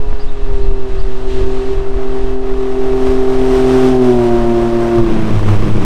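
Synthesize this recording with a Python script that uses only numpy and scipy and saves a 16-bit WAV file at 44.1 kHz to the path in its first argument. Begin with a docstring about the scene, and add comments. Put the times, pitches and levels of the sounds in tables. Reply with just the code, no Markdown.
"""An open exhaust drones closer: a three-cylinder trike passes at about 4 s and shuts the throttle at 5 s.
The pipe sounds the firing harmonics, gas and tyres hiss, and on the overrun it burbles and spits.
Wind buffets the microphone and pushes a limiter.
In the trees along the street, leaves rustle, insects shrill and a small bird chips."""
import sys
import numpy as np
from scipy import signal
from scipy.fft import rfft, irfft, next_fast_len
from scipy.io import wavfile
from scipy.ndimage import uniform_filter1d, minimum_filter1d

SR = 44100
rng = np.random.default_rng(int(sys.argv[2]) if len(sys.argv) > 2 else 0)


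def file_out(sig):
    """Save sig as 16-bit WAV at sys.argv[1]."""
    # one column per channel
    cols = np.atleast_2d(sig).T
    # limit, then scale
    lim = np.clip(cols, -1, 1)
    pcm = np.round(lim * 32767).astype(np.int16)
    wavfile.write(sys.argv[1], SR, pcm)


N = 257971
T = np.arange(N) / SR
PASS_S, SPEED_M_S, CLOSEST_M = 4.12, 18, 3.0
FAR_M, FRONT_M = 72, 33  # pipe timbre: far beyond FAR_M, frontal within FRONT_M
SHUT_S, OVERRUN_S = 5.0, 0.39  # throttle shuts; time to sink into overrun
THUD, BODY, DRONE, BARK, ROAR, HISS = range(6)  # rows of ENGINE_VOICES

# Engine speed: time_s, firing_hz
ENGINE_SPEED = [(0, 132.2), (.55, 125.8), (.92, 121.9), (1.5, 122), (1.7, 123.5), (3.4, 123.1),
                (4.4, 122.9), (4.97, 122.2), (5.12, 117.4), (5.3, 114.1), (5.45, 109), (5.85, 108)]
def crank():
    """Doppler-shifted count of four-stroke cycles; even under load, hunting on the overrun."""
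    _, bearing = road()
    heard_hz = curve(ENGINE_SPEED) / (1 + bearing * SPEED_M_S / 343)
    hunting = np.interp(T - SHUT_S, [.15, .4], [.0012, .011])
    return np.cumsum(heard_hz * (1 + hunting * walk(90))) / SR / 3


# Silencer booms at the firing rate: centre_s, half_length_s, level_db
BOOMS = [(5.0, 0.029, -14), (5.28, 0.1, -16), (5.53, .1, -14.5)]
# Brief fades of one firing harmonic: harmonic, centre_s, half_length_s, change_db
FADES = [(2, 1.004, 0.056, -11.5), (2, 1.8, .1, -10), (1, 2.52, 0.48, -6)]
# Low pipe harmonics, relative levels: cycle_multiple, far_db, front_db, behind_db
LUMP_HARMONICS = [(4, -39, -36, -23), (5, -32, -36, -30), (7, -30, -33, -27), (8, -14, -18, -24.5),
                  (10, -15, -16, -19), (11, -31.5, -46.5, -43.5), (12, -14, -28.5, -25)]
# Upper pipe harmonics, relative levels: cycle_multiple, far_db, front_db, behind_db
BARK_HARMONICS = [(13, -5, -14, -22.5), (14, -8.5, -3.5, -16.5), (15, 6.5, 2.5, 3), (16, -5.5, 0, -8),
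                  (17, 1.5, -1, -16), (18, 1, 2, 3), (19, -17, -27, -17.5), (20, -18.5, -20.5, -25),
                  (21, 6, -4.5, -24.5), (22, -3.5, -22.5, -24), (23, -7, -8.5, -21.5), (24, -6, -11, -4),
                  (25, -18, -10.5, -13), (27, -8, -21, -9), (30, -16, -17.5, -18)]
def drone(cycle, view, flutter_db=1.5, stumble_db=3.5, jitter_rad=.035, closing_s=0.027):
    """Three strong firing harmonics, the lump of unequal cylinders, and a bark on open throttle."""
    thud_db, body_db, drone_db, bark_db = map(level_db, (THUD, BODY, DRONE, BARK))
    # combustion grows uneven on the overrun
    uneven_db = flutter_db + (stumble_db - flutter_db) * shut(OVERRUN_S)
    gains = [np.hypot(undb(thud_db), humps(BOOMS)), undb(body_db), undb(drone_db)]
    firing = 0
    for k, gain in enumerate(gains, 1):
        fade_db = sum(db * hump(s, half_s) for harmonic, s, half_s, db in FADES if harmonic == k)
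        angle = 6 * np.pi * k * cycle + jitter_rad * walk(30)
        firing -= np.sqrt(2) * gain * undb(fade_db + uneven_db * walk(26)) * np.cos(angle)
    lump = harmonics(cycle, view, LUMP_HARMONICS, scatter=0.22) * undb(drone_db - 2)
    # the open end beams its upper harmonics backwards
    beam_db = np.interp(view, [0, 1, 2], [-.5, -.7, 2.5])
    bark = unit(harmonics(cycle, view, BARK_HARMONICS, scatter=0.27))
    return firing + lump + bark * undb(bark_db + beam_db - 9 * shut(closing_s))


def harmonics(cycle, view, rows, scatter, direct_db=5, direct_m=19):
    """Pipe harmonics waver with reflections; close by, direct sound lifts the firing multiples."""
    distance, _ = road()
    closeness = 1 / (1 + (distance / direct_m) ** 2)
    wavering = scatter * (1 - closeness / 2)
    out = 0
    for k, *db in rows:
        on_firing = round(k) % 3 == 0
        angle = 2 * np.pi * (round(k) * cycle + rng.random()) + wavering * walk(16)
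        gain = np.interp(view, [0, 1, 2], undb(db)) * undb(direct_db * closeness * on_firing)
        out += np.sqrt(2) * gain * (1 + wavering * walk(18)) * np.sin(angle)
    return out


# Gas roar spectrum: freq_hz, relative_db
ROAR_SPECTRUM = [(450, -1.5), (700, -1), (1050, -5), (1500, -7), (2000, -13.5), (3500, -25)]
# Gas and tyre hiss spectrum: freq_hz, relative_db
HISS_SPECTRUM = [(1180, -11.5), (2000, -5.5), (3090, -3.5), (4280, -9.5), (5730, -10.5), (6980, -16.5),
                 (8790, -15.5), (9660, -19.5), (10700, -30.5), (13700, -25), (15500, -34)]
def rush(cycle, pulsing=0.18, sharpness=0.74):
    """Gas leaves in a puff at each firing, one cylinder stronger; tyre noise fills the gaps."""
    roar_db, hiss_db, drone_db = map(level_db, (ROAR, HISS, DRONE))
    imbalance = 1 + 0.24 * np.cos(2 * np.pi * cycle)
    puffs = unit(np.exp(sharpness * np.cos(6 * np.pi * cycle)) * imbalance)
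    gate = unit(1 - pulsing + pulsing * puffs * undb(3 * walk(130)))
    turbulence = walk(16)
    roar = noise(ROAR_SPECTRUM) * undb(roar_db + 1.5 * turbulence)
    hiss = noise(HISS_SPECTRUM) * undb(hiss_db + 0.83 * turbulence)
    pipe_flow = unit(ring(ring(rng.standard_normal(N), 366, 110), 300, 260))
    return gate * (roar + hiss + pipe_flow * undb(drone_db - 18 + 0.41 * turbulence))


# Header pipe resonances: centre_hz, nominal_width_hz, relative_db
HEADER_MODES = [(1034, 390, 4), (1390, 680, -7.5), (1964, 880, -6.5), (2555, 450, -11.5), (3370, 670, -8.5)]
def rasp(cycle, near_db=-9.5, far_db=-3.5, scatter_db=5.5, decay_s=.005):
    """The sharp edge of each blow-down rings the header pipes, differently for each cylinder."""
    at = firings(cycle)
    strength = undb(scatter_db * np.minimum(rng.standard_normal(len(at)), 1))
    edges = 0
    for cylinder in range(3):
        pulses = np.zeros(N)
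        pulses[at[cylinder::3]] = strength[cylinder::3]
        clatter = rng.standard_normal(1024) * np.exp(-T[:1024] / decay_s)
        edges += signal.oaconvolve(pulses, unit(clatter))[:N]
    distance, _ = road()
    offset_db = np.interp(distance, [CLOSEST_M, FRONT_M], [near_db, far_db])
    return unit(resonate(edges, HEADER_MODES)) * undb(level_db(ROAR) + offset_db)


# Silencer resonances: centre_hz, nominal_width_hz, relative_db
SILENCER_MODES = [(131, 43, -2.5), (182, 85, -2.5), (332, 123, -6), (450, 218, -13)]
def burble(cycle, scatter_db=4.0, jitter_s=0.00099, puff_s=0.013, rise_s=0.098):
    """Overrun firings come weak, strong, early and late; each thumps the silencer and puffs gas."""
    at = firings(cycle)
    timing, strength = rng.standard_normal((len(at), 2)).T
    at = np.clip(at + (jitter_s * SR * timing).astype(int), 0, N - 1)
    pulses = np.zeros(N)
    pulses[at] = undb(scatter_db * np.minimum(strength, 1.5))
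    pulses = lowpass(pulses, 700)
    puffs = signal.lfilter([1], [1, -np.exp(-1 / (puff_s * SR))], pulses)
    gas = puffs * noise([(550, -2.5), (1000, -0.5), (1700, -12.5), (2450, -10), (4500, -29)])
    thumps = unit(resonate(pulses, SILENCER_MODES))
    return (thumps + unit(gas) * undb(-13)) * undb(-17.5) * shut(rise_s)


# Afterfire: start_s, level_db
SPITS = [(4.983, -19), (5.355, -22), (5.393, -23), (5.429, -22.5), (5.486, -17), (5.621, -24)]
def spits(decay_s=.008):
    """Unburnt fuel goes off in the pipe in short, dull cracks."""
    bursts = sum(undb(db) * (T > s) * np.exp(-np.abs(T - s) / decay_s) for s, db in SPITS)
    return lowpass(bursts, 900) * noise([(300, -10), (1000, 9), (1700, -6), (5000, -21)])


# How each voice carries: base_db, reach_m, loss_per_doubling_db, behind_db, swell_share, overrun_db
ENGINE_VOICES = [(-20.5, 4.04, 4, -1.5, 0.36, 11.5), (-10.5, 6.93, 7, -6.5, 0.39, -4.5),
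                 (-11, 16.8, 6.5, -0.5, 0.74, -11.5), (-23.5, 14.1, 6, -0.5, 0.49, 0.5),
                 (-25.5, 9.3, 5.5, -3, 0.096, -1), (-33.5, 14.55, 11.5, -5.5, 0.36, 4.5)]
# Exhaust swell and sag, before swell_share: time_s, change_db
SWELL = [(0, -3), (.1, -7.5), (.28, -12), (.6, -0.5), (1.15, -6), (1.45, 4.5), (1.85, -2.5), (2.25, -0.5),
         (2.4, -5), (3.02, 2.5), (3.35, -3), (3.5, 1.5), (3.97, -0.5), (4.09, 1.5), (4.35, -3),
         (4.94, -2.5), (5.0, 2), (5.06, -4.5)]
def level_db(voice, carry_behind=2.76):
    """Voice level from distance, bearing and throttle; the rear-facing pipe carries farther behind."""
    base_db, reach_m, loss_db, behind_db, share, overrun_db = ENGINE_VOICES[voice]
    distance, bearing = road()
    behind = (1 + bearing) / 2
    doublings = np.log2(np.hypot(1, distance / (reach_m * carry_behind ** behind)))
    source_db = base_db + share * curve(SWELL) + overrun_db * shut(OVERRUN_S) ** 2
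    return source_db - loss_db * doublings + behind_db * behind


def road():
    """Straight pass at steady speed: distance in metres, bearing from -1 coming to 1 going."""
    along = SPEED_M_S * (T - PASS_S)
    distance = np.hypot(along, CLOSEST_M)
    return distance, along / distance


def firings(cycle):
    """Samples at which a cylinder fires, three to a cycle."""
    return np.flatnonzero(np.diff(np.floor(3 * cycle)))


def shut(ramp_s):
    """Ramp from 0 to 1 once the throttle shuts."""
    return np.clip((T - SHUT_S) / ramp_s, 0, 1)


# Swells and dips: centre_s, half_length_s, change_db
WAVERS = [(0.74, 0.025, -2.5), (2.405, 0.065, -3.5), (3.084, .13, 2.5), (3.7, 0.28, 3),
          (3.965, 0.053, -4.5), (4.074, 0.028, 0)]
def waver():
    """Gain that briefly lifts or dips the rush, rasp and leaves."""
    return undb(sum(db * hump(s, half_s) for s, half_s, db in WAVERS))


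# Slow pressure swings: time_s, level_db
SWAY = [(0, -7.5), (1.2, -7), (2.4, -12.5), (3.3, -7.5), (4, -14.5), (4.8, -15.5), (5.2, -10), (5.85, -6)]
# Buffeting spectrum: freq_hz, relative_db
BUFFET_SPECTRUM = [(12, 3.5), (22, 2.5), (50, -7), (80, -17.5), (130, -27), (250, -42.5), (600, -65.5)]
# Gusts: centre_s, half_length_s, level_db
GUSTS = [(.11, 0.045, -9.5), (.66, 0.052, -15), (.96, .08, -14.5), (1.4, 0.097, -9), (1.78, 0.079, -12),
         (1.96, .04, -19), (2.23, 0.066, -15), (2.53, 0.079, -17), (3.08, .05, -21), (3.68, 0.13, -19),
         (5.04, 0.064, -14), (5.39, .04, -12.5)]
# Single eddies: centre_s, half_length_s, level_db
THUMPS = [(0.647, 0.048, -9.5), (1.01, .03, -17), (1.435, 0.047, -8), (1.76, .03, -22),
          (1.96, 0.017, -13.5), (2.27, 0.032, -23), (3.088, .012, -9)]
def wind(rise_db_per_s=0.07, wander_db=5, pop_s=.1295):
    """Eddies at the microphone: slow pressure swings, buffeting gusts, thumps and one sharp pop."""
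    sway = unit(np.tanh(noise([(2.5, 7.5), (5, 5), (11, -5), (19, -11.5), (30, -20.5)])))
    lull_db = -13 * hump(4.07, 0.065)
    steady = undb(-22.5 + rise_db_per_s * T + wander_db * walk(13) + lull_db)
    buffet = noise(BUFFET_SPECTRUM) * np.hypot(steady, humps(GUSTS))
    thumps = humps(THUMPS) * noise([(30, 4), (48, 4.5), (75, -9.5), (130, -30.5), (300, -50)])
    pop_edge = (1 + np.tanh((T - pop_s) / .00009)) / 2
    pop = undb(-7) * pop_edge * np.exp(-np.abs(T - pop_s) / .0015)
    return sway * undb(curve(SWAY)) + buffet + thumps + pop


# Leaf spectrum: freq_hz, relative_db
LEAF_SPECTRUM = [(1500, 2), (1970, -1), (2350, -5), (2660, 0.5), (3000, -2.5), (3900, -3.5), (5100, -9.5),
                 (7000, -14.5), (8800, -17), (9700, -22.5), (10600, -31), (15000, -36)]
# Breaths of breeze: start_s, length_s, level_db
RUSTLES = [(0.512, 0.17, -46), (0.846, 0.57, -45.5), (1.263, 0.477, -40.5), (2.05, 0.21, -47)]
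def leaves(floor_db=-45, rise_s=0.038, fall_s=.035):
    """The trees rustle as the breeze comes, holds and drops."""
    breeze = 0
    for start_s, length_s, db in RUSTLES:
        rise = np.clip((T - start_s) / rise_s, 0, 1)
        fall = np.exp(-np.maximum(T - start_s - length_s, 0) / fall_s)
        breeze += undb(db) * rise * fall
    return noise(LEAF_SPECTRUM) * np.hypot(undb(floor_db), breeze) * undb(0.52 * walk(14))


# Bird chips: start_s, length_s, top_pitch_hz, level_db
CHIPS = [(0.186, 0.051, 4900, -39), (0.275, 0.034, 3850, -40), (0.537, 0.036, 4070, -47),
         (.612, 0.034, 4450, -41.5), (0.978, 0.046, 4830, -41)]
def bird(arch=0.2, echo=0.42):
    """Short arched chips with a fast warble, blurred by the foliage."""
    chips = np.zeros(N)
    warble = 1 + .026 * walk(400)
    for start_s, length_s, top_hz, db in CHIPS:
        progress = np.clip((T - start_s) / length_s, 0, 1)
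        pitch_hz = top_hz * (1 - arch * (2 * progress - 1.15) ** 2) * warble
        chips += undb(db) * np.sin(np.pi * progress) * np.sin(2 * np.pi * np.cumsum(pitch_hz) / SR)
    foliage = rng.standard_normal(SR // 4) * np.exp(-T[:SR // 4] / .025)
    return chips + echo * signal.oaconvolve(chips, foliage / np.linalg.norm(foliage))[:N]


def insects(pitch_hz=2642, width_hz=110, db=-54.5):
    """A thin, steady shrill from the trees."""
    band = ring(rng.standard_normal(N), pitch_hz, width_hz)
    return undb(db) * unit(ring(band, pitch_hz, width_hz))


def undb(db):
    """Decibels to gain."""
    return 10 ** (np.asarray(db) / 20)


def unit(x):
    """Scale to rms 1."""
    return x / np.sqrt(np.mean(x ** 2))


def curve(rows):
    """Straight lines through (time_s, value) rows."""
    return np.interp(T, *np.transpose(rows))


def hump(centre_s, half_s):
    """Smooth rise to 1 and fall."""
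    return np.exp(-((T - centre_s) / half_s) ** 2)


def humps(rows):
    """Summed gain of (centre_s, half_length_s, level_db) rows."""
    return sum(undb(db) * hump(s, half_s) for s, half_s, db in rows)


def walk(rate_hz):
    """Smooth random drift of spread 1, with rate_hz new values a second."""
    points = signal.resample(rng.standard_normal(4096), 8 * 4096)
    return np.interp(8 * rate_hz * T, np.arange(len(points)), points)


def noise(spectrum):
    """Noise of rms 1 shaped by (freq_hz, relative_db) rows, falling off beyond their ends."""
    hz, db = np.transpose(spectrum)
    size = next_fast_len(N)
    f = np.maximum(np.arange(size // 2 + 1) * SR / size, .1)
    skirts = np.minimum(f / hz[0], 1) ** 2 * np.minimum(hz[-1] / f, 1) ** 2
    gain = undb(np.interp(np.log(f), np.log(hz), db)) * skirts
    return unit(irfft(rfft(rng.standard_normal(size)) * gain, size)[:N])


def ring(x, hz, width_hz):
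    """One resonance, gain 1 at its centre."""
    return signal.lfilter(*signal.iirpeak(hz, hz / width_hz, fs=SR), x)


def resonate(x, modes, narrowing=0.86):
    """Resonances of alternating sign, each applied twice for deep valleys."""
    return sum((-1) ** k * undb(db) * ring(ring(x, hz, narrowing * width), hz, narrowing * width)
               for k, (hz, width, db) in enumerate(modes))


def lowpass(x, hz):
    """Round off sharp edges."""
    return signal.sosfilt(signal.butter(2, hz, fs=SR, output="sos"), x)


def scene():
    """The trike's pitch drops and its pipe comes into view as it passes; wind and trees surround it."""
    distance, bearing = road()
    cycle = crank()
    # view of the pipe: 0 far off, 1 in front, 2 behind
    view = np.interp(distance, [FRONT_M, FAR_M], [1, 0]) + (1 + bearing) / 2
    trike = drone(cycle, view) + (rush(cycle) + rasp(cycle)) * waver() + burble(cycle) + spits()
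    return (trike + wind() + leaves() * waver() + insects() + bird())[None]


def record(dry, ceiling=.95, hold_s=0.008, cutoff_hz=15450):
    """A look-ahead limiter ducks everything under the biggest swings; the top treble is cut."""
    window = int(hold_s * SR)
    gain = np.minimum(1, ceiling / (np.abs(dry) + 1e-9))
    gain = uniform_filter1d(minimum_filter1d(gain, window), window)
    fade_in = np.minimum(T / .003, 1)
    treble_cut = signal.ellip(8, .2, 70, cutoff_hz, fs=SR, output="sos")
    return signal.sosfilt(treble_cut, dry * gain * fade_in)


dry = scene()
out = record(dry)
file_out(out)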